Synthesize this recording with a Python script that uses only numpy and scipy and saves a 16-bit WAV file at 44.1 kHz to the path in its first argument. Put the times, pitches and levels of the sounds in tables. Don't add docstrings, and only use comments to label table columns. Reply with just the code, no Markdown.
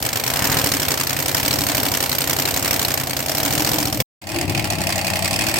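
import sys
import numpy as np
from scipy import signal
from scipy.fft import rfft, irfft, next_fast_len
from scipy.io import wavfile

SR = 44100
rng = np.random.default_rng(int(sys.argv[2]) if len(sys.argv) > 2 else 0)


def log_audio(samples):
    frames = np.atleast_2d(samples).T
    limited = np.clip(frames, -1, 1)
    pcm = np.round(limited * 32767).astype(np.int16)
    wavfile.write(sys.argv[1], SR, pcm)


N = 246519
TIME = np.arange(N) / SR
IDLE_RPM = 1400
# (time [s], share [0-1])
OVERRUN = [(2.9, 0.01), (3.12, 0.46), (3.3, 0.05), (3.78, 0.07), (4.02, 0.94), (4.2, 0.27), (4.33, 0.38),
           (4.48, 0.8), (4.62, 0.75), (4.85, 0.13), (5.12, 0.01), (5.25, 0)]


def left_side():
    # (time [s], speed [rpm])
    speed = [(0.0, 1263), (0.12, 1088), (0.25, 1139), (0.54, 1729), (0.97, 1267), (1.17, 1250),
             (1.51, 1552), (2.05, 1337), (2.35, 1322), (2.68, 1453), (3.04, 1229), (3.26, 1297),
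             (3.59, 1743), (3.79, 1754), (4.02, 1531)]
    # (near bank [0/1], strength [dB], lag of its header tube [s])
    cylinders = [(1, 1, 0), (0, 2.5, 0), (1, -0.5, -.001), (1, 0.15, -0.0058), (0, 3, -0.014),
                 (1, -0.5, .0007), (0, 6, 0.0056), (0, 3, 0.0042)]
    # (at idle [dB], per doubling of speed [dB], overrun [dB], stepped back [dB])
    layers = [(-30.5, 5.5, 1, 0.5), (-30.5, -1.5, -4.5, 3), (-28.5, -2, -5.5, -1.5), (-21.5, 1.5, -4, -0.5)]
    # (frequency [Hz], width [Hz], gain [dB])
    boom_modes = [(76, 18, -5.5), (97, 30, -4), (127, 28, 0.5), (211, 40, -7)]
    growl_modes = [(276, 70, 1), (398, 99, -6)]
    bark_modes = [(509, 220, -1), (650, 150, -3.5), (761, 73, -4)]
    crack_modes = [(947, 214, 3), (1257, 220, -17), (2240, 2060, 1)]
    rasp_modes = [(524, 220, -1), (934, 1200, 3.5), (1350, 500, -8.5), (2000, 700, -5)]
    # (time [s], pitch [Hz], level [dB])
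    chug_track = [(0.1, 268, -33), (0.39, 278, -30), (0.52, 284, -27), (0.61, 280, -29), (0.72, 282, -23.5),
                  (0.93, 272, -29), (1.3, 272, -30), (1.47, 284, -23), (1.71, 284, -22.5), (1.88, 275, -23),
                  (1.97, 272, -30), (2.3, 274, -27), (2.67, 281, -24), (3.13, 283, -34), (3.38, 283, -27),
                  (3.48, 291, -23.5), (3.6, 304, -23), (3.8, 305, -22.5), (3.97, 290, -21.5)]
    burble_track = [(0.2, 620, -46), (0.52, 708, -38), (0.95, 620, -47), (1.3, 582, -37), (1.75, 672, -32),
                    (2.099, 620, -50), (2.68, 690, -34), (3.1, 650, -36.5), (3.42, 670, -31.5),
                    (3.6, 758, -31.5), (3.82, 780, -34), (3.9, 720, -30.5), (3.99, 510, -31.5)]
    blow_db = [4, -3, 0, 3.5, -9, 4, -5, -8]
    # (frequency [Hz], gain [dB])
    jet_colour = [(1120, -11.5), (1900, -7), (2290, 1.5), (2480, -11), (2790, -6), (4350, -2), (5250, -1),
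                  (6740, -3.5), (8650, -2), (10500, -11.5), (12100, -3.5), (13300, 2), (16000, -9)]
    # (multiple of the cycle rate, peak [s], half length [s], level [dB])
    notes = [(10, 4.005, 0.024, -22.5)]
    # (frequency [Hz], left minus right [dB])
    balance = [(60, 7), (300, 0.5), (700, 1), (1200, -2), (3500, 1.5), (6000, 0), (7500, 1.5), (8800, 4),
               (10000, 1), (11000, -13.5), (12400, -9.5), (13600, -16), (15500, -0.5)]

    fired = firings(speed, cylinders, first_s=.0255)
    boom_db, bark_db, crack_db, jet_db = layer_levels(speed, layers)
    sound = undb(boom_db) * boom(fired, cylinders, boom_modes, low_hz=43.7,
                                 far_db=-6, far_s=.0026, rough_db=-7.5)
    sound += chug(fired, chug_track, on_cylinder=3, lag_s=.0115, half_s=.0115, spread=.015, spread_db=1.5)
    sound += undb(bark_db - 4.5) * ring(fired, growl_modes, band_hz=(198, 519),
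                                        far_db=-3, churn_s=.012, rough_db=8.5, wet_db=-11)
    sound += bangs(length_s=.0011)
    sound += undb(bark_db) * ring(fired, bark_modes, band_hz=(300, 1290),
                                  far_db=-8, churn_s=.016, rough_db=3, wet_db=-12.5)
    sound += undb(crack_db) * ring(fired, crack_modes, band_hz=(620, 3020),
                                   far_db=-17, churn_s=.01, rough_db=9.5, wet_db=-11.5)
    sound += undb(crack_db - 4) * shock(fired, lead_s=.00028, shred_s=.0012, scatter_db=2)
    sound += burble(fired, burble_track, blow_db, ring_s=.0055, spread=.05)
    sound += undb(jet_db) * jet(fired, jet_colour, length_s=.0066, lead_s=.0003,
                                far_db=-17, trail_db=-6, trail_s=.0033)
    rasp = ring(fired, rasp_modes, band_hz=(380, 2600), far_db=-5.5, churn_s=.017, rough_db=3, wet_db=-7)
    sound += undb(-28) * swell(peak_s=.47, half_s=.19) * rasp
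    sound += sum(held_note(speed, *row) for row in notes)
    return microphone(sound, balance) * np.interp(TIME, [4.016, 4.026], [1, 0])


def right_side():
    # (time [s], speed [rpm])
    speed = [(4.21, 1281), (4.35, 1778), (4.49, 1778), (4.61, 1555), (4.9, 1360), (5.21, 1348),
             (5.59, 1717)]
    # (near bank [0/1], strength [dB], lag of its header tube [s])
    cylinders = [(1, 5.7, -.0008), (0, 8.7, -.0007), (1, 5.2, 0.0046), (1, 3.5, -.0004), (0, 6.8, .0004),
                 (1, 4, 0.0071), (0, 6.4, 0), (0, 7.4, .0003)]
    # (at idle [dB], per doubling of speed [dB], overrun [dB])
    layers = [(-29, -9, 3.5), (-37, 17, 1.5), (-30.5, -4, 1), (-27, -1, -5), (-24, 0, -7.5)]
    # (frequency [Hz], width [Hz], gain [dB])
    boom_modes = [(92, 26, 4), (135, 50, -3), (182, 30, -7)]
    bark_modes = [(590, 100, -6), (663, 150, -7), (797, 78, -2.5)]
    crack_modes = [(950, 260, 0), (1960, 320, -1.5), (2450, 600, 1.5), (3120, 250, -7), (4700, 600, -8.5)]
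    # (time [s], pitch [Hz], level [dB])
    chug_track = [(4.3, 640, -36), (4.68, 650, -34), (4.87, 664, -25), (5.14, 668, -25), (5.25, 662, -25.5),
                  (5.45, 660, -31), (5.59, 670, -35)]
    burble_track = [(4.3, 630, -36), (4.5, 668, -36.5), (4.72, 650, -39), (4.9, 677, -35), (5.25, 665, -37),
                    (5.59, 710, -43)]
    blow_db = [-2, 3, 3.5, 4, -20, 2.5, -3, -23]
    # (frequency [Hz], gain [dB])
    jet_colour = [(1120, -35), (1900, -4.5), (2110, -32), (2550, -3), (2910, -21), (3190, -17),
                  (3450, -11.5), (4090, -10.5), (4590, -4), (6000, -11), (7370, -10), (8200, -7),
                  (9630, -14), (15200, -14), (16000, -19)]
    # (multiple of the cycle rate, peak [s], half length [s], level [dB])
    notes = [(10, 4.55, 0.062, -29), (23, 4.38, 0.027, -26)]
    # (frequency [Hz], left minus right [dB])
    balance = [(60, 7), (150, 6), (450, 3.5), (660, 2.5), (1300, -1), (2100, -2.5), (3800, 4), (5000, -4.5),
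               (8500, 2), (10500, -4), (15000, -6)]

    fired = firings(speed, cylinders, first_s=4.2705)
    boom_db, throb_db, bark_db, crack_db, jet_db = layer_levels(speed, layers)
    sound = undb(boom_db) * boom(fired, cylinders, boom_modes, low_hz=82,
                                 far_db=1.5, far_s=.0029, rough_db=-7)
    sound += undb(throb_db) * throb(fired, hz=310.5, width_hz=116, lag_s=.0015, others_db=-3)
    sound += undb(bark_db) * ring(fired, bark_modes, band_hz=(452, 1030),
                                  far_db=-3, churn_s=.013, rough_db=13, wet_db=-13)
    sound += undb(crack_db) * ring(fired, crack_modes, band_hz=(690, 5500),
                                   far_db=-20, churn_s=.0038, rough_db=6.5, wet_db=.5)
    sound += undb(crack_db - 10) * shock(fired, lead_s=.0003, shred_s=.0021, scatter_db=4)
    sound += chug(fired, chug_track, on_cylinder=7, lag_s=.016, half_s=.013, spread=.008, spread_db=1)
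    sound += thumps(top_hz=370)
    sound += pops(hz=2520, width_hz=340, length_s=.0066)
    sound += sum(held_note(speed, *row) for row in notes)
    sound += undb(jet_db) * jet(fired, jet_colour, length_s=.0065, lead_s=.0011,
                                far_db=-20, trail_db=-7, trail_s=.0051)
    sound += burble(fired, burble_track, blow_db, ring_s=.0065, spread=.03)
    sound *= undb(np.interp(TIME, [4.246, 4.35], [-13, 0]))
    return microphone(sound, balance) * np.interp(TIME, [4.214, 4.226], [0, 1])


def firings(speed, cylinders, first_s, scatter_db=1, misfire_db=-6.5, misfire_scatter_db=6):
    # (time [s], burn [dB])
    hard_firings = [(3.166, 0), (3.43, 0), (3.715, 0), (3.784, 2), (3.925, 3), (3.944, -0.5), (3.972, -3),
                    (4.361, -2.5), (4.386, 2.5), (4.411, 1.5), (4.495, 5.5), (4.548, 1.5), (4.576, 5.5),
                    (4.595, 3.5), (4.642, 2.5), (4.702, 4.5), (4.869, 0), (5.389, 0)]
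    rpm, = curves(speed)
    phase = np.cumsum(rpm) * 4 / 60 / SR
    phase -= np.interp(first_s, TIME, phase)
    slot = np.arange(np.ceil(phase[0]), phase[-1]).astype(int)
    times = np.interp(slot, phase, TIME)
    cylinder = slot % len(cylinders)
    near, cylinder_db, _ = np.array(cylinders)[cylinder].T
    chance = rng.standard_normal((len(times), 2)).T
    overrun = np.interp(times, *np.transpose(OVERRUN))
    burn_db = overrun * (misfire_db + misfire_scatter_db * chance[1])
    for s, db in hard_firings:
        burn_db[np.argmin(np.abs(times - s))] = db
    return times, cylinder, near > .5, undb(cylinder_db + scatter_db * chance[0]), undb(burn_db)


def layer_levels(speed, layers, step_back_s=(.4, 6)):
    rpm, = curves(speed)
    overrun, = curves(OVERRUN)
    stepped_back = np.interp(TIME, step_back_s, [0, 1])
    controls = (1, np.log2(rpm / IDLE_RPM), overrun, stepped_back)
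    return [sum(db * control for db, control in zip(layer, controls)) for layer in layers]


def boom(fired, cylinders, modes, low_hz, far_db, far_s, rough_db):
    times, cylinder, near, size, burn = fired
    chance = rng.standard_normal((len(times), 2)).T
    times = times + np.array(cylinders)[cylinder, 2] + .0003 * chance[0]
    size = size * burn ** .1 * undb(1.2 * chance[1])
    close = strikes(times - .001, size * near)
    far = undb(far_db) * butter(strikes(times + far_s, size * ~near), 250, "low")
    eddies = puffs(strikes(times, size), .0029, .022, .53) * turbulence(-2.5)
    pipe = unit(resonate(close + far, modes)) + undb(rough_db) * unit(resonate(eddies, modes))
    return unit(butter(butter(pipe, low_hz, "high"), 310, "low"))


def jet(fired, spectrum, length_s, lead_s, far_db, trail_db, trail_s):
    times, _, near, size, burn = fired
    size = size * burn * np.where(near, 1, undb(far_db))
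    edges_hz = np.arange(900, 17000, 1300)
    hiss, gas = turbulence(1), 0
    for band in zip(edges_hz, edges_hz[1:]):
        tint = undb(1.7 * rng.standard_normal(len(times)))
        flow = puffs(strikes(times - lead_s, size * tint), .0013, length_s, 2.6)
        gas = gas + flow * butter(hiss, band, "band")
    trail_power = puffs(strikes(times, size ** 2), .002, trail_s, .6)
    scatter = butter(np.sqrt(np.abs(trail_power)) * turbulence(-24.5), 1200, "high")
    return unit(colour(unit(gas) + undb(trail_db) * unit(scatter), spectrum))


def ring(fired, modes, band_hz, far_db, churn_s, rough_db, wet_db):
    times, _, near, size, burn = fired
    arrivals = times + np.where(near, -.0005, .003)
    size = size * np.where(near, 1, undb(far_db)) * burn ** .75
    pipe = 0
    for mode in modes:
        train = strikes(arrivals, size * undb(1.8 * rng.standard_normal(len(times))))
        churn = puffs(train, .0005, churn_s, .7) * turbulence(-4)
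        pipe = pipe + resonate(unit(train) + undb(rough_db) * unit(churn), [mode])
    pipe = butter(butter(pipe, band_hz[0], "high"), band_hz[1], "low")
    return unit(parking_lot(pipe, wet_db, t60=.14))


def shock(fired, lead_s, shred_s, scatter_db):
    # (frequency [Hz], width [Hz], gain [dB])
    lip_modes = [(1870, 330, 2), (2560, 1100, -0.5), (3580, 240, 0), (5030, 240, 4), (5900, 3300, -6.5)]
    times, _, near, size, burn = fired
    sound = 0
    for mode in lip_modes:
        tint = undb(scatter_db * rng.standard_normal(len(times)))
        train = strikes(times - lead_s, size * burn * near * tint)
        shreds = puffs(train, .0001, shred_s, 1) * turbulence(-1)
        sound = sound + resonate(unit(train) + 2 * unit(shreds), [mode])
    return unit(sound)


def chug(fired, track, on_cylinder, lag_s, half_s, spread, spread_db):
    times, cylinder = fired[:2]
    peaks = times[cylinder == on_cylinder] + lag_s
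    s, hz, db = np.transpose(track)
    t = np.arange(-SR // 20, SR // 20) / SR
    sound = np.zeros(N + 2 * len(t))
    rpm = 2 * 60 / np.gradient(peaks)
    halves = half_s * (rpm / IDLE_RPM) ** 1.7
    for peak, half, chance in zip(peaks, halves, rng.standard_normal((len(peaks), 2))):
        pitch = np.interp(peak, s, hz) * (1 + spread * chance[0])
        size = undb(np.interp(peak, s, db) + spread_db * chance[1])
        start = int(peak * SR)
        sound[start:start + len(t)] += size * np.exp(-(t / half) ** 2) * np.cos(2 * np.pi * pitch * t)
    return parking_lot(sound[len(t) // 2:][:N], wet_db=-17, t60=.2)


def burble(fired, track, cylinder_db, ring_s, spread, rise_s=.001):
    times, cylinder, _, _, burn = fired
    s, hz, _ = np.transpose(track)
    _, level_db = curves(track)
    t = TIME[:SR // 20]
    blow = (1 - np.exp(-t / rise_s)) * np.exp(-t / ring_s)
    chance = rng.standard_normal((len(times), 2)).T
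    pitches = np.interp(times, s, hz) * (1 + spread * chance[0])
    sizes = undb(np.array(cylinder_db)[cylinder] + 2 * chance[1]) * np.sqrt(burn)
    sound = np.zeros(N + len(t))
    for start, size, pitch in zip((times * SR).astype(int), sizes, pitches):
        sound[start:start + len(t)] += size * blow * np.sin(2 * np.pi * pitch * t)
    return unit(parking_lot(sound[:N], wet_db=-10, t60=.15)) * undb(level_db)


def throb(fired, hz, width_hz, lag_s, others_db):
    times, cylinder, near, size, _ = fired
    second = cylinder == 3
    arrivals = times + np.where(second, lag_s, -.008)
    sound = strikes(arrivals, size * np.where(second, 1, undb(others_db) * near))
    for _ in range(3):
        sound = resonate(sound, [(hz, width_hz, 0)])
    return unit(parking_lot(sound, wet_db=-15, t60=.25))


def held_note(speed, multiple, peak_s, half_s, db):
    rpm, = curves(speed)
    cycles = np.cumsum(rpm) / 2 / 60 / SR
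    return np.sqrt(2) * swell(peak_s, half_s) * undb(db) * np.sin(2 * np.pi * multiple * cycles)


def bangs(length_s):
    # (time [s], level [dB])
    blasts = [(0.422, -10), (0.469, -12), (0.4973, -11), (0.5146, -11), (0.5372, -14), (0.5414, -14),
              (0.5686, -11.5), (0.6128, -13), (0.6405, -10.5)]
    s, db = np.transpose(blasts)
    t = TIME[:SR // 50] / length_s
    wave = (1 - t) * np.exp(-t)
    return butter(signal.fftconvolve(strikes(s, undb(db)), wave)[:N], 5000, "low")


def thumps(top_hz):
    # (time [s], peak level [dB])
    charges = [(4.446, -15), (4.478, -17), (4.496, -19), (4.508, -18), (4.552, -21), (4.581, -17),
               (4.634, -21), (4.734, -15), (4.785, -16), (4.808, -18)]
    # (frequency [Hz], width [Hz], gain [dB])
    floor_modes = [(102, 22, 7), (147, 54, -1), (293, 95, -11.5)]
    s, db = np.transpose(charges)
    thump = resonate(signal.unit_impulse(SR // 8), floor_modes)
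    thump = butter(butter(thump, top_hz, "low", order=4), 70, "high")
    return signal.fftconvolve(strikes(s, undb(db)), thump / np.abs(thump).max())[:N]


def pops(hz, width_hz, length_s):
    # (time [s], level [dB])
    ignitions = [(4.361, -21), (4.387, -24), (4.495, -30), (4.549, -16), (4.577, -21), (4.595, -18.5),
                 (4.702, -31), (4.869, -21)]
    s, db = np.transpose(ignitions)
    ringing = unit(resonate(turbulence(-2.3), [(hz, width_hz, 0)]))
    return ringing * puffs(strikes(s, undb(db)), .0004, length_s, 1.5)


def puffs(train, rise_s, length_s, shape):
    t = TIME[:SR // 20]
    flow = (1 - np.exp(-t / rise_s)) * np.exp(-(t / length_s) ** shape)
    return signal.fftconvolve(train, flow)[:N]


def turbulence(side_db):
    mid, side = rng.standard_normal((2, N))
    return unit(mid + undb(side_db) * side * np.array([[1], [-1]]))


def parking_lot(x, wet_db, t60):
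    t = TIME[:SR // 2]
    tail = rng.standard_normal((2, len(t))) * undb(-60 * t / t60) * (t > .004)
    tail /= np.sqrt(np.sum(tail ** 2, axis=1, keepdims=True))
    return x + undb(wet_db) * signal.fftconvolve(np.atleast_2d(x), tail, axes=1)[:, :N]


def microphone(x, balance):
    hz, db = np.transpose(balance)
    right_db = 10 * np.log10(2 / (1 + undb(db) ** 2))
    return np.array([colour(x[0], np.c_[hz, right_db + db]), colour(x[1], np.c_[hz, right_db])])


def strikes(times, sizes):
    index = np.round(times * SR).astype(int)
    inside = (index >= 0) & (index < N)
    return np.bincount(index[inside], sizes[inside], N)


def resonate(x, modes):
    return sum(undb(db) * signal.lfilter(*signal.iirpeak(hz, hz / width, fs=SR), x + 1e-18)
               for hz, width, db in modes)


def colour(x, points):
    hz, db = np.transpose(points)
    size = next_fast_len(N)
    bins = np.maximum(np.fft.rfftfreq(size, 1 / SR), 1)
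    gain = undb(np.interp(np.log(bins), np.log(hz), db))
    return irfft(rfft(x, size) * gain, size)[..., :N]


def butter(x, hz, kind, order=2):
    return signal.sosfilt(signal.butter(order, hz, kind, fs=SR, output="sos"), x)


def swell(peak_s, half_s):
    return np.exp(-((TIME - peak_s) / half_s) ** 2)


def curves(table):
    s, *columns = np.transpose(table)
    return [np.interp(TIME, s, column) for column in columns]


def undb(db):
    return 10 ** (np.asarray(db) / 20)


def unit(x):
    return x / np.sqrt(np.mean(x ** 2))


def scene():
    return left_side() + right_side()


def record(dry):
    return signal.sosfilt(signal.ellip(12, .2, 70, 15950, fs=SR, output="sos"), dry)


dry = scene()
out = record(dry)
log_audio(out)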